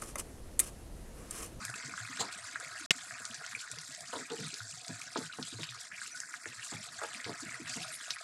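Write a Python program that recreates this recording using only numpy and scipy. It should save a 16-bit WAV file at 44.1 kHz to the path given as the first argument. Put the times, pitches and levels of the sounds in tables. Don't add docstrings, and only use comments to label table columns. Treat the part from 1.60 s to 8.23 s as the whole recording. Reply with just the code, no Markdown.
import sys
import numpy as np
from scipy import signal
from scipy.fft import rfft, irfft
from scipy.io import wavfile
from scipy.ndimage import uniform_filter1d

SR = 44100
rng = np.random.default_rng(int(sys.argv[2]) if len(sys.argv) > 2 else 0)


def file_out(sig):
    cols = np.atleast_2d(sig).T
    lim = np.clip(cols, -1, 1)
    pcm = np.round(lim * 32767).astype(np.int16)
    wavfile.write(sys.argv[1], SR, pcm)


N = 292383
TIME = np.arange(N) / SR
SWELL_LIMIT = 1.2


def gain_of(db):
    return 10 ** (np.asarray(db) / 20)


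def evened(x):
    return x / np.sqrt(np.mean(x ** 2) + 1e-20)


def read(points, hz):
    f, value = np.transpose(points)
    return np.interp(np.log(hz + 1), np.log(f + 1), value)


def follow(rows):
    s, *columns = np.transpose(rows)
    return [gain_of(np.interp(TIME, s, column)) for column in columns]


def add(mix, s, sound):
    part = mix[max(round(s * SR), 0):][:len(sound)]
    part += sound[:len(part)]


def coloured(x, spectrum):
    hz = abs(np.fft.fftfreq(4096, 1 / SR))
    log_gain = np.log(gain_of(read(spectrum, hz)))
    taps = np.fft.ifft(np.exp(np.conj(signal.hilbert(log_gain)))).real
    return signal.oaconvolve(x, taps[:len(taps) // 2])[:len(x)]


def wander(rate_hz):
    hz = np.fft.rfftfreq(N, 1 / SR)
    smoothed = rfft(rng.standard_normal(N)) / (1 + (hz / rate_hz) ** 2)
    return evened(irfft(smoothed, N))


def restless(depth_db):
    return gain_of(depth_db * wander(rate_hz=21.7))


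def ring(hz, cycles):
    turns = np.arange(int(8 * cycles * SR / hz) + 2) * hz / SR
    u = turns / cycles
    return u * np.exp(1 - u) * np.sin(2 * np.pi * turns)


def swarm(per_s, low_hz, high_hz, cycles, spread_db, clump_db, count=24):
    out = np.zeros(N)
    for sizes_hz in np.geomspace(low_hz, high_hz, count).reshape(-1, 6):
        clump = gain_of(clump_db * np.minimum(wander(18), SWELL_LIMIT))
        for hz in sizes_hz:
            chance, size = rng.random(N), rng.exponential(1, N)
            at = chance < per_s / count / SR
            clicks = np.zeros(N)
            clicks[at] = clump[at] * gain_of(spread_db * np.minimum(size[at], 3))
            note = rng.choice([-1, 1]) * ring(hz, cycles) * np.sqrt(hz)
            out += signal.oaconvolve(clicks, note)[:N]
    return evened(out)


def patchy(x, depth_db, span_s, span_hz):
    z = signal.stft(x, SR, nperseg=256, noverlap=192)[2]
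    field = rng.standard_normal(z.shape)
    for _ in range(2):
        field = uniform_filter1d(field, max(round(span_s * SR / 64), 1), axis=1)
        field = uniform_filter1d(field, max(round(span_hz * 256 / SR), 1), axis=0)
    gain = gain_of(depth_db * np.minimum(evened(field), SWELL_LIMIT))
    return signal.istft(z * gain, SR, nperseg=256, noverlap=192)[1][:N]


def sizzle(frothing):
    # middle t/s, length/s, fizz sinks by/dB, froth sinks by/dB
    lulls = [(0.122, 0.023, 5, 17), (0.312, 0.079, 2.5, 6), (0.983, 0.044, 5, 20), (1.467, 0.12, 0, 10),
             (1.632, 0.042, 1, 15), (1.682, 0.03, -1, 11), (2.05, 0.038, 3, 3), (2.435, 0.073, 1.5, 6),
             (2.637, 0.13, 2.5, 7), (3.498, 0.035, 6, 3), (3.706, 0.059, 8, 5), (4.323, 0.076, 7.5, 23),
             (4.537, 0.042, 4, 5), (4.655, 0.14, 1.5, 24), (4.826, 0.078, -0.5, 27), (5.314, 0.058, 2.5, 7),
             (5.776, 0.11, -1.5, 10.5), (6.013, 0.12, 5, 1.5), (6.572, 0.026, 8, -4)]
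    # t/s, length/s, fizz level/dB, froth level/dB
    flares = [(0.708, 0.023, -62, -49.5), (1.991, .03, -50, -46), (2.525, 0.084, -49.5, -49.5),
              (2.764, 0.17, -55.5, -52), (3.202, 0.017, -46.5, -52), (3.721, 0.015, -61, -37),
              (3.863, 0.027, -46, -47.5), (4.026, 0.017, -43.5, -49), (4.397, 0.096, -52, -53.5),
              (4.555, 0.023, -48.5, -57), (5.03, 0.092, -48, -53.5), (5.528, 0.049, -48.5, -47),
              (6.083, 0.096, -48, -46), (6.181, 0.073, -51, -45), (6.283, 0.079, -53, -54),
              (6.425, 0.024, -46, -58)]
    fizz_db, fizz_restless_db, froth_restless_db = -51, 1, 3.5
    rise_s, fall_s = 0.0061, 0.0033
    sink_db = 0
    for s, length, *depths in lulls:
        sink_db = sink_db + np.outer(depths, np.exp(-(2 * (TIME - s) / length) ** 4))
    flare = 0
    for s, length, *dbs in flares:
        rise = np.clip((TIME - s) / rise_s, 0, 1)
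        fall = np.exp(-np.maximum(TIME - s - length, 0) / fall_s)
        flare = flare + np.outer(gain_of(dbs), rise * fall)
    steady_fizz = gain_of(fizz_db) * restless(fizz_restless_db)
    steady_froth = frothing * restless(froth_restless_db)
    steady = np.array([steady_fizz, steady_froth])
    fizz_level, froth_level = np.hypot(steady * gain_of(-sink_db), flare)
    return fizz_level, froth_level, gain_of(-.5 * sink_db[1])


def fizz(level):
    # f/Hz, relative level/dB
    spectrum = [(2500, -59), (3300, -6.5), (4100, -5), (5000, -4), (6000, -5.5), (7400, -1), (8600, -4.5),
                (10000, -9), (11500, -18), (13000, -25), (15000, -80)]
    crackle = swarm(per_s=1800, low_hz=4410, high_hz=11460, cycles=3.4, spread_db=4.5, clump_db=7.5, count=18)
    prickles = swarm(per_s=400, low_hz=3800, high_hz=8000, cycles=1, spread_db=4, clump_db=2, count=6)
    noise = rng.standard_normal(N) * gain_of(4.4 * wander(69))
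    hiss = patchy(noise, depth_db=3.0, span_s=.012, span_hz=610)
    parts = [(crackle, -4), (prickles, -7), (hiss, -3.5)]
    return level * sum(gain_of(db) * evened(coloured(x, spectrum)) for x, db in parts)


def pings(level, db=-11):
    notes = swarm(per_s=90, low_hz=4000, high_hz=9000, cycles=9, spread_db=3, clump_db=2, count=36)
    return level * gain_of(db) * notes


def bubbles(level):
    # f/Hz, relative level/dB
    spectrum = [(100, -26), (500, -46), (850, 6.5), (1150, 3.5), (1450, -0.5), (2300, 0.5), (2650, 11),
                (3100, -34), (3600, -29), (9000, -36)]
    bursts = swarm(per_s=330, low_hz=1250, high_hz=2100, cycles=1.5, spread_db=2.7, clump_db=5.5, count=18)
    blips = swarm(per_s=260, low_hz=1300, high_hz=2400, cycles=3, spread_db=3.2, clump_db=4.5, count=30)
    return level * coloured(gain_of(-4.5) * bursts + gain_of(-5.5) * blips, spectrum)


def calmed(x, coarse_gain, low_hz=2600, high_hz=4500):
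    band = signal.butter(2, [low_hz, high_hz], "band", fs=SR, output="sos")
    coarse = signal.sosfiltfilt(band, x)
    return x + (coarse_gain - 1) * coarse


def froth(level):
    # f/Hz, relative level/dB
    spectrum = [(600, -42), (1200, -21), (2300, -3.5), (3050, -6.5), (3900, -3.5), (4600, -6), (5600, -9),
                (8000, -17), (14000, -68)]
    foam = swarm(per_s=600, low_hz=2500, high_hz=5130, cycles=2, spread_db=3.5, clump_db=3.5, count=18)
    patches = patchy(foam, depth_db=4.5, span_s=0.0074, span_hz=700)
    return level * gain_of(-3.3) * evened(coloured(patches, spectrum))


def churn(level):
    # f/Hz, relative level/dB
    spectrum = [(25, -55), (55, -4), (85, 14.5), (115, 5.5), (170, 2.5), (260, 5), (400, -4.5), (540, -2.5),
                (680, -3), (1100, 14.5), (2000, -56)]
    glugs = swarm(per_s=90, low_hz=104.0, high_hz=643, cycles=1.43, spread_db=5.0, clump_db=2.5)
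    rumble = coloured(rng.standard_normal(N) * gain_of(1 * wander(42)), spectrum)
    return level * (gain_of(3.0) * evened(coloured(glugs, spectrum)) + gain_of(-2.5) * evened(rumble))


def hollow(level):
    gurgles = swarm(per_s=90, low_hz=635, high_hz=730, cycles=3.5, spread_db=3, clump_db=4, count=12)
    return level * gurgles


def murmur(bubbling, db=-64.0, share=0.98, at_db=-56):
    # f/Hz, relative level/dB
    spectrum = [(30, -28), (120, -7.5), (300, -4.5), (530, -15.5), (670, 1), (820, -22), (1100, -15.5),
                (1500, 11), (3000, -12.5), (12000, -46)]
    surges = gain_of(5 * np.minimum(wander(30), SWELL_LIMIT))
    patches = patchy(rng.standard_normal(N) * surges, depth_db=12, span_s=0.021, span_hz=300)
    return gain_of(db) * evened(coloured(patches, spectrum)) * (bubbling / gain_of(at_db)) ** share


def kitchen(x):
    # f/Hz, fade/s
    fade_times = [(150, 0.15), (1500, 0.11), (3000, 0.12), (12000, 0.069)]
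    taps = rng.standard_normal(SR // 2) * (np.arange(SR // 2) > .003 * SR)
    hz, t, z = signal.stft(taps, SR, nperseg=256)
    fade = gain_of(-60 * t / read(fade_times, hz)[:, None])
    tail = signal.istft(z * fade, SR, nperseg=256)[1]
    return signal.fftconvolve(x, tail / np.linalg.norm(tail))[:N]


def pops(pop_db=3, glug_db=0, spatter_db=-18, spatter_s=0.016):
    # t/s, relative level/dB, f/Hz, swell/cycles (under 1 sharp, over 2 round)
    bursts = [(0.0363, -45, 1550, 1), (0.051, -37.5, 1480, 1), (0.096, -38.5, 1510, 2.7),
              (0.141, -37, 2570, 2.2), (0.338, -34.5, 1330, 1.1), (0.378, -31.5, 1510, 1.1),
              (0.404, -36.5, 1640, 0.9), (0.4333, -45, 1510, 1), (0.475, -37.5, 1620, 0.81),
              (0.5738, -35.5, 1500, 1.2), (0.958, -27.5, 1600, 0.9), (0.999, -43, 1480, 1.5),
              (1.009, -40, 1560, 1.8), (1.509, -34.5, 1720, 1.2), (1.585, -40, 1660, 1.5),
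              (1.931, -35, 1460, 0.57), (1.95, -30, 2360, 2.4), (2.039, -40.5, 1510, 1.3),
              (2.077, -37, 1720, 0.74), (3.0042, -35.5, 1484, 1.6), (3.417, -36.5, 2400, 1.5),
              (3.696, -43, 1494, 4), (4.0327, -25, 2750, 0.35), (4.381, -40.5, 2270, 3),
              (4.4161, -35, 1590, 1.6), (4.545, -44, 1480, 7.4), (4.617, -44, 1830, 1.8),
              (4.634, -39.5, 1570, 2.5), (4.7402, -29.5, 1610, 0.7), (4.857, -29, 1800, 0.7),
              (4.996, -37.5, 2020, 0.85), (5.167, -41, 2320, 3.3), (5.388, -41, 1580, 2.9),
              (5.415, -33.5, 1240, 1.7), (5.547, -34.5, 2460, 1.4), (5.6014, -36, 2050, 1.8),
              (5.893, -38, 2240, 2.4), (5.921, -36, 1900, 1.4), (5.943, -34.5, 1960, 2.2),
              (6.537, -41.5, 2450, 3.1), (6.56, -40, 1980, 2.4), (6.567, -34, 1620, 0.57)]
    # t/s, level/dB, f/Hz
    glugs = [(0.009, -48, 198), (0.08, -50, 123.4), (0.095, -46, 680), (0.237, -56, 252), (0.278, -50, 300),
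             (0.402, -48, 111), (0.497, -48, 272), (0.787, -49, 660), (1.026, -50.5, 540),
             (1.208, -48.5, 307), (1.699, -50, 225), (1.812, -46.5, 700), (2.133, -51.5, 610),
             (2.173, -52.5, 155), (2.405, -51, 730), (3.005, -48.5, 108), (3.127, -55, 161),
             (3.642, -52, 159), (3.941, -46, 112), (4.009, -44, 154), (4.095, -52.5, 121),
             (5.275, -52, 726), (5.549, -52.5, 218), (6.2, -47.5, 166), (6.479, -47, 670),
             (6.609, -46, 680)]
    out, t = np.zeros(N), np.arange(SR // 14) / SR
    for s, db, hz, cycles in bursts:
        note = ring(hz, cycles)
        torn = signal.fftconvolve(rng.standard_normal(len(t)), note)[:len(t)]
        spatter = evened(torn) * np.exp(-t / spatter_s)
        add(out, s, gain_of(db + pop_db) * note)
        add(out, s, gain_of(db + spatter_db) * spatter)
    out = signal.sosfilt(signal.butter(4, 940, "high", fs=SR, output="sos"), out)
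    for s, db, hz in glugs:
        add(out, s, gain_of(db + glug_db) * ring(hz, cycles=1.9))
    return out


def spits(tick_s=.0013, spray_s=0.011):
    # t/s, relative level/dB, centre f/Hz, spray against tick/dB
    drops = [(0.0509, -28.5, 8100, -11), (0.1, -36.5, 7660, -13), (0.159, -37, 7400, -11),
             (0.571, -35, 4220, -18), (1, -36, 7400, -3), (1.6528, -29, 6700, -17), (1.744, -33.5, 6250, 0),
             (1.864, -33, 5900, -22), (2.1151, -30, 7160, -20), (2.186, -32.5, 4700, -25),
             (2.349, -35, 5540, -14), (2.941, -29.5, 5000, -12), (3.2812, -32.5, 5960, -18),
             (3.4147, -35, 6700, -16), (3.5734, -31.5, 5330, 10), (3.8274, -29.5, 4670, -13),
             (4.091, -41, 3650, 1), (4.6028, -27.5, 7100, -22), (5.6435, -32, 4120, -3),
             (6.096, -32.5, 6360, 0), (6.5055, -23.5, 4400, -14)]
    out, t = np.zeros(N), np.arange(SR // 20) / SR
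    for s, db, hz, spray_db in drops:
        shape = np.exp(-t / tick_s) + gain_of(spray_db) * np.exp(-t / spray_s)
        burst = rng.standard_normal(len(t)) * shape
        peak = [(hz / 8, -26), (hz / 2, -10), (hz, 0), (hz * 1.41, -6), (hz * 1.7, -36)]
        spit = coloured(burst, peak)
        add(out, s, gain_of(db - 5.0) * spit / np.std(spit[:SR // 400]))
    return out


def splutter(middle_s=.608, rise_s=0.011, fall_s=0.015, db=-30):
    # f/Hz, relative level/dB
    spectrum = [(60, -19), (120, 1.5), (900, 1.5), (2200, -11), (3200, -0.5), (4100, 6), (5600, -10),
                (7300, 6), (8400, -2), (10000, -18), (15000, -27)]
    shape = np.exp(-np.maximum((middle_s - TIME) / rise_s, (TIME - middle_s) / fall_s) ** 1.4)
    return gain_of(db) * shape * evened(coloured(rng.standard_normal(N), spectrum))


def spoon(scuff=1.0, slips_per_s=400, width_share=0.062, rise_cycles=0.89,
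          sag_share=.1, sag_s=0.0072, count=3):
    # t/s, level/dB, hardness as tilt/dB per octave, contact/s, lowest ringing f/Hz
    knocks = [(0.609, -44, 5, 0.026, 200), (2.528, -41.5, 2.5, 0.02, 285), (2.591, -51, -6, 0.01, 247),
              (2.699, -46, -6.5, 0.022, 223), (2.77, -51, -11.5, 0.045, 240), (3.289, -47, -4, 0.012, 130),
              (3.558, -38, -0.5, 0.0042, 257), (3.6, -48.5, -4, 0.013, 172),
              (3.786, -46.5, -3, 0.0041, 161), (3.987, -49, -5, 0.011, 190), (4.86, -54, -5.5, 0.0066, 280),
              (5.117, -46.5, -2.5, 0.016, 140), (5.416, -40.5, 3, 0.016, 325),
              (5.663, -46.5, -5, 0.016, 190), (5.693, -44.5, -4, 0.012, 191),
              (6.157, -50.5, -2.5, 0.021, 176)]
    # f/Hz, relative level/dB, time to fade by 60 dB/s
    modes = [(108.7, 12, 0.21), (159.5, 6, 0.2), (222.5, -1, 0.13), (300, 2.5, 0.044), (341, -1, 0.037),
             (398, 1.5, 0.052), (519, -1, 0.072), (655, 1.5, 0.058), (866, 3.5, 0.053), (1057, 0.5, 0.018),
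             (1248, -2, 0.034), (1430, -2.5, 0.01)]
    drag_swell_share, hard_contact_s = 0.27, 0.019
    out, t = np.zeros(N), np.arange(SR // 3) / SR
    sagging = t + sag_share * sag_s * (1 - np.exp(-t / sag_s))
    for s, db, tilt_db, contact, lowest_hz in knocks:
        pressure = (1 - np.exp(-t / (drag_swell_share * contact))) * np.exp(-t / contact)
        slips = rng.standard_normal(len(t)) * (rng.random(len(t)) < slips_per_s / SR)
        push = scuff * pressure * slips
        push[0] += np.exp(-(contact / hard_contact_s) ** 2)
        knock = np.zeros(len(t))
        for hz, mode_db, t60 in modes:
            cluster = hz * (1 + width_share * rng.uniform(-1, 1, (count, 1)))
            phase = cluster * sagging + rng.random((count, 1))
            tone = np.sin(2 * np.pi * phase).sum(0)
            shape = (1 - np.exp(-(t * hz / rise_cycles) ** 2)) * gain_of(-60 * t / t60)
            strength = gain_of(mode_db + tilt_db * np.log2(hz / 400)) / (1 + (lowest_hz / hz) ** 6)
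            knock += strength * evened(signal.fftconvolve(push, shape * tone)[:len(t)])
        add(out, s, gain_of(db) * knock / np.std(knock[:SR // 25]))
    return out


def whistles(waver_share=0.015):
    # t/s, length/s, f/Hz, level/dB
    notes = [(0.77, 0.035, 8333, -54), (4.51, 0.032, 5960, -49.5), (6.312, 0.066, 9329, -49.5),
             (6.31, 0.06, 11143, -56.5), (6.535, 0.025, 10050, -58), (6.533, 0.038, 10750, -63)]
    out, waver = np.zeros(N), 1 + waver_share * wander(70)
    for s, length, hz, db in notes:
        pitch = hz * waver[round(s * SR):][:round(length * SR)]
        tone = np.sin(2 * np.pi * np.cumsum(pitch) / SR)
        add(out, s, gain_of(db) * evened(tone * signal.windows.tukey(len(pitch), .5)))
    return out


def click(crack_db=-10.5, crack_hz=2850, echo_db=-3, echo_s=0.00269, tail_db=-25, decay_s=0.0059):
    # f/Hz, relative level/dB
    spectrum = [(50, -17), (200, -5), (1100, -13), (2200, -3.5), (2900, -20), (3500, -3), (5600, -9.5),
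                (7700, -11.5), (11000, -19), (13000, -32), (16000, -46)]
    t = np.arange(SR // 80) / SR
    noise = rng.standard_normal(len(t)) * np.exp(-t / decay_s)
    snap = gain_of(tail_db) * evened(coloured(noise, spectrum))
    crack = gain_of(crack_db) * ring(crack_hz, cycles=1.3)
    add(snap, 0, crack)
    add(snap, echo_s, gain_of(echo_db) * crack)
    return snap


def resonate(x, hz, width_hz):
    turn = np.exp(2j * np.pi * np.cumsum(hz * np.ones(len(x))) / SR)
    r = np.exp(-np.pi * width_hz / SR)
    return 2 * (turn * signal.lfilter([1 - r], [1, -r], x / turn)).real


def squelches(width_share=0.176, films_per_s=900, purity=0.43):
    # t/s, length/s, start f/Hz, end f/Hz, level/dB
    pockets = [(2.548, 0.039, 365, 289, -50), (2.593, 0.045, 306, 260, -52.5),
               (2.703, 0.056, 413, 370, -46), (2.715, 0.039, 877, 840, -53),
               (2.775, 0.133, 180, 151, -49.5), (2.925, 0.028, 270, 390, -57.5),
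               (3.565, 0.032, 515, 226, -40), (3.787, 0.044, 250, 200, -46.5),
               (3.292, 0.043, 260, 150, -49), (3.924, 0.021, 320, 310, -51),
               (4.307, .065, 1705, 3120, -51.5), (5.122, 0.038, 152, 188, -50),
               (5.82, 0.03, 250, 300, -48.5), (5.855, 0.043, 223.5, 159, -51.5),
               (5.994, 0.042, 362, 206, -48.5), (6.157, 0.033, 292, 200, -47.5)]
    out = np.zeros(N)
    for s, length, start_hz, end_hz, db in pockets:
        pitch = np.geomspace(start_hz, end_hz, round(length * SR))
        tears = rng.standard_normal(len(pitch)) * (rng.random(len(pitch)) < films_per_s / SR)
        width = pitch.mean() * width_share
        gurgle = evened(resonate(resonate(tears, pitch, 2 * width), pitch, 2 * width))
        wobble = evened(uniform_filter1d(rng.standard_normal(len(pitch)), SR // 200))
        note = evened(np.sin(2 * np.pi * np.cumsum(pitch * (1 + width_share * wobble)) / SR))
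        squelch = (purity * note + (1 - purity) * gurgle) * signal.windows.tukey(len(pitch), .5)
        add(out, s, gain_of(db) * evened(squelch))
    return out


def scene():
    # t/s, coarse frothing level/dB, bursting bubbles relative level/dB
    simmer = [(0, -58.5, -49.5), (.3, -55.5, -48), (.85, -56.5, -51), (1.15, -51.5, -48.5),
              (1.4, -50.5, -50.5), (1.95, -58, -51.5), (2.27, -57.5, -57), (2.6, -53, -51), (3.2, -59, -58),
              (3.45, -53.5, -53), (3.92, -53.5, -55.5), (4.1, -51.5, -52.5), (4.3, -63, -56),
              (4.76, -53.5, -51.5), (5.08, -54, -52), (5.33, -55, -52.5), (5.5, -51.5, -51),
              (6.63, -54.5, -52)]
    # t/s, relative level/dB
    churn_curve = [(0, -58.5), (.5, -67.5), (.75, -64.5), (1.2, -66.5), (1.7, -68.5), (2.0, -66.5),
                   (2.45, -72), (3.05, -71), (3.45, -73.5), (4.05, -70), (4.4, -75.5), (5.0, -70.5),
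                   (5.3, -67.5), (6.2, -66), (6.6, -92)]
    # t/s, level/dB
    hollow_curve = [(0, -71.5), (.9, -61.5), (1.5, -64.5), (1.85, -64.5), (2.05, -79), (2.45, -61),
                    (2.9, -75.5), (3.25, -61.5), (3.7, -72), (4.6, -73.5), (5.2, -67), (5.55, -60.5),
                    (5.9, -65.5), (6.28, -55), (6.4, -70), (6.63, -68)]
    frothing, bubbling = follow(simmer)
    churn_level, = follow(churn_curve)
    hollow_level, = follow(hollow_curve)
    fizz_level, froth_level, coarse_gain = sizzle(frothing)
    boil = fizz(fizz_level) + pings(fizz_level) + bubbles(bubbling * restless(depth_db=2))
    surface = calmed(boil, coarse_gain) + froth(froth_level)
    depths = churn(churn_level) + hollow(hollow_level) + murmur(bubbling)
    pan = surface + depths + pops() + spits() + splutter() + spoon() + whistles() + squelches()
    return (pan + gain_of(-11) * kitchen(pan))[None]


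def record(dry):
    # start t/s, end t/s
    stop, resume = (1.262, 1.3075)
    out = dry[0] * ((TIME < stop) | (TIME > resume))
    add(out, resume, click())
    low_pass = signal.firwin(255, 15400, window=("kaiser", 9), fs=SR)
    return signal.oaconvolve(out, low_pass, "same")[None]


dry = scene()
out = record(dry)
file_out(out)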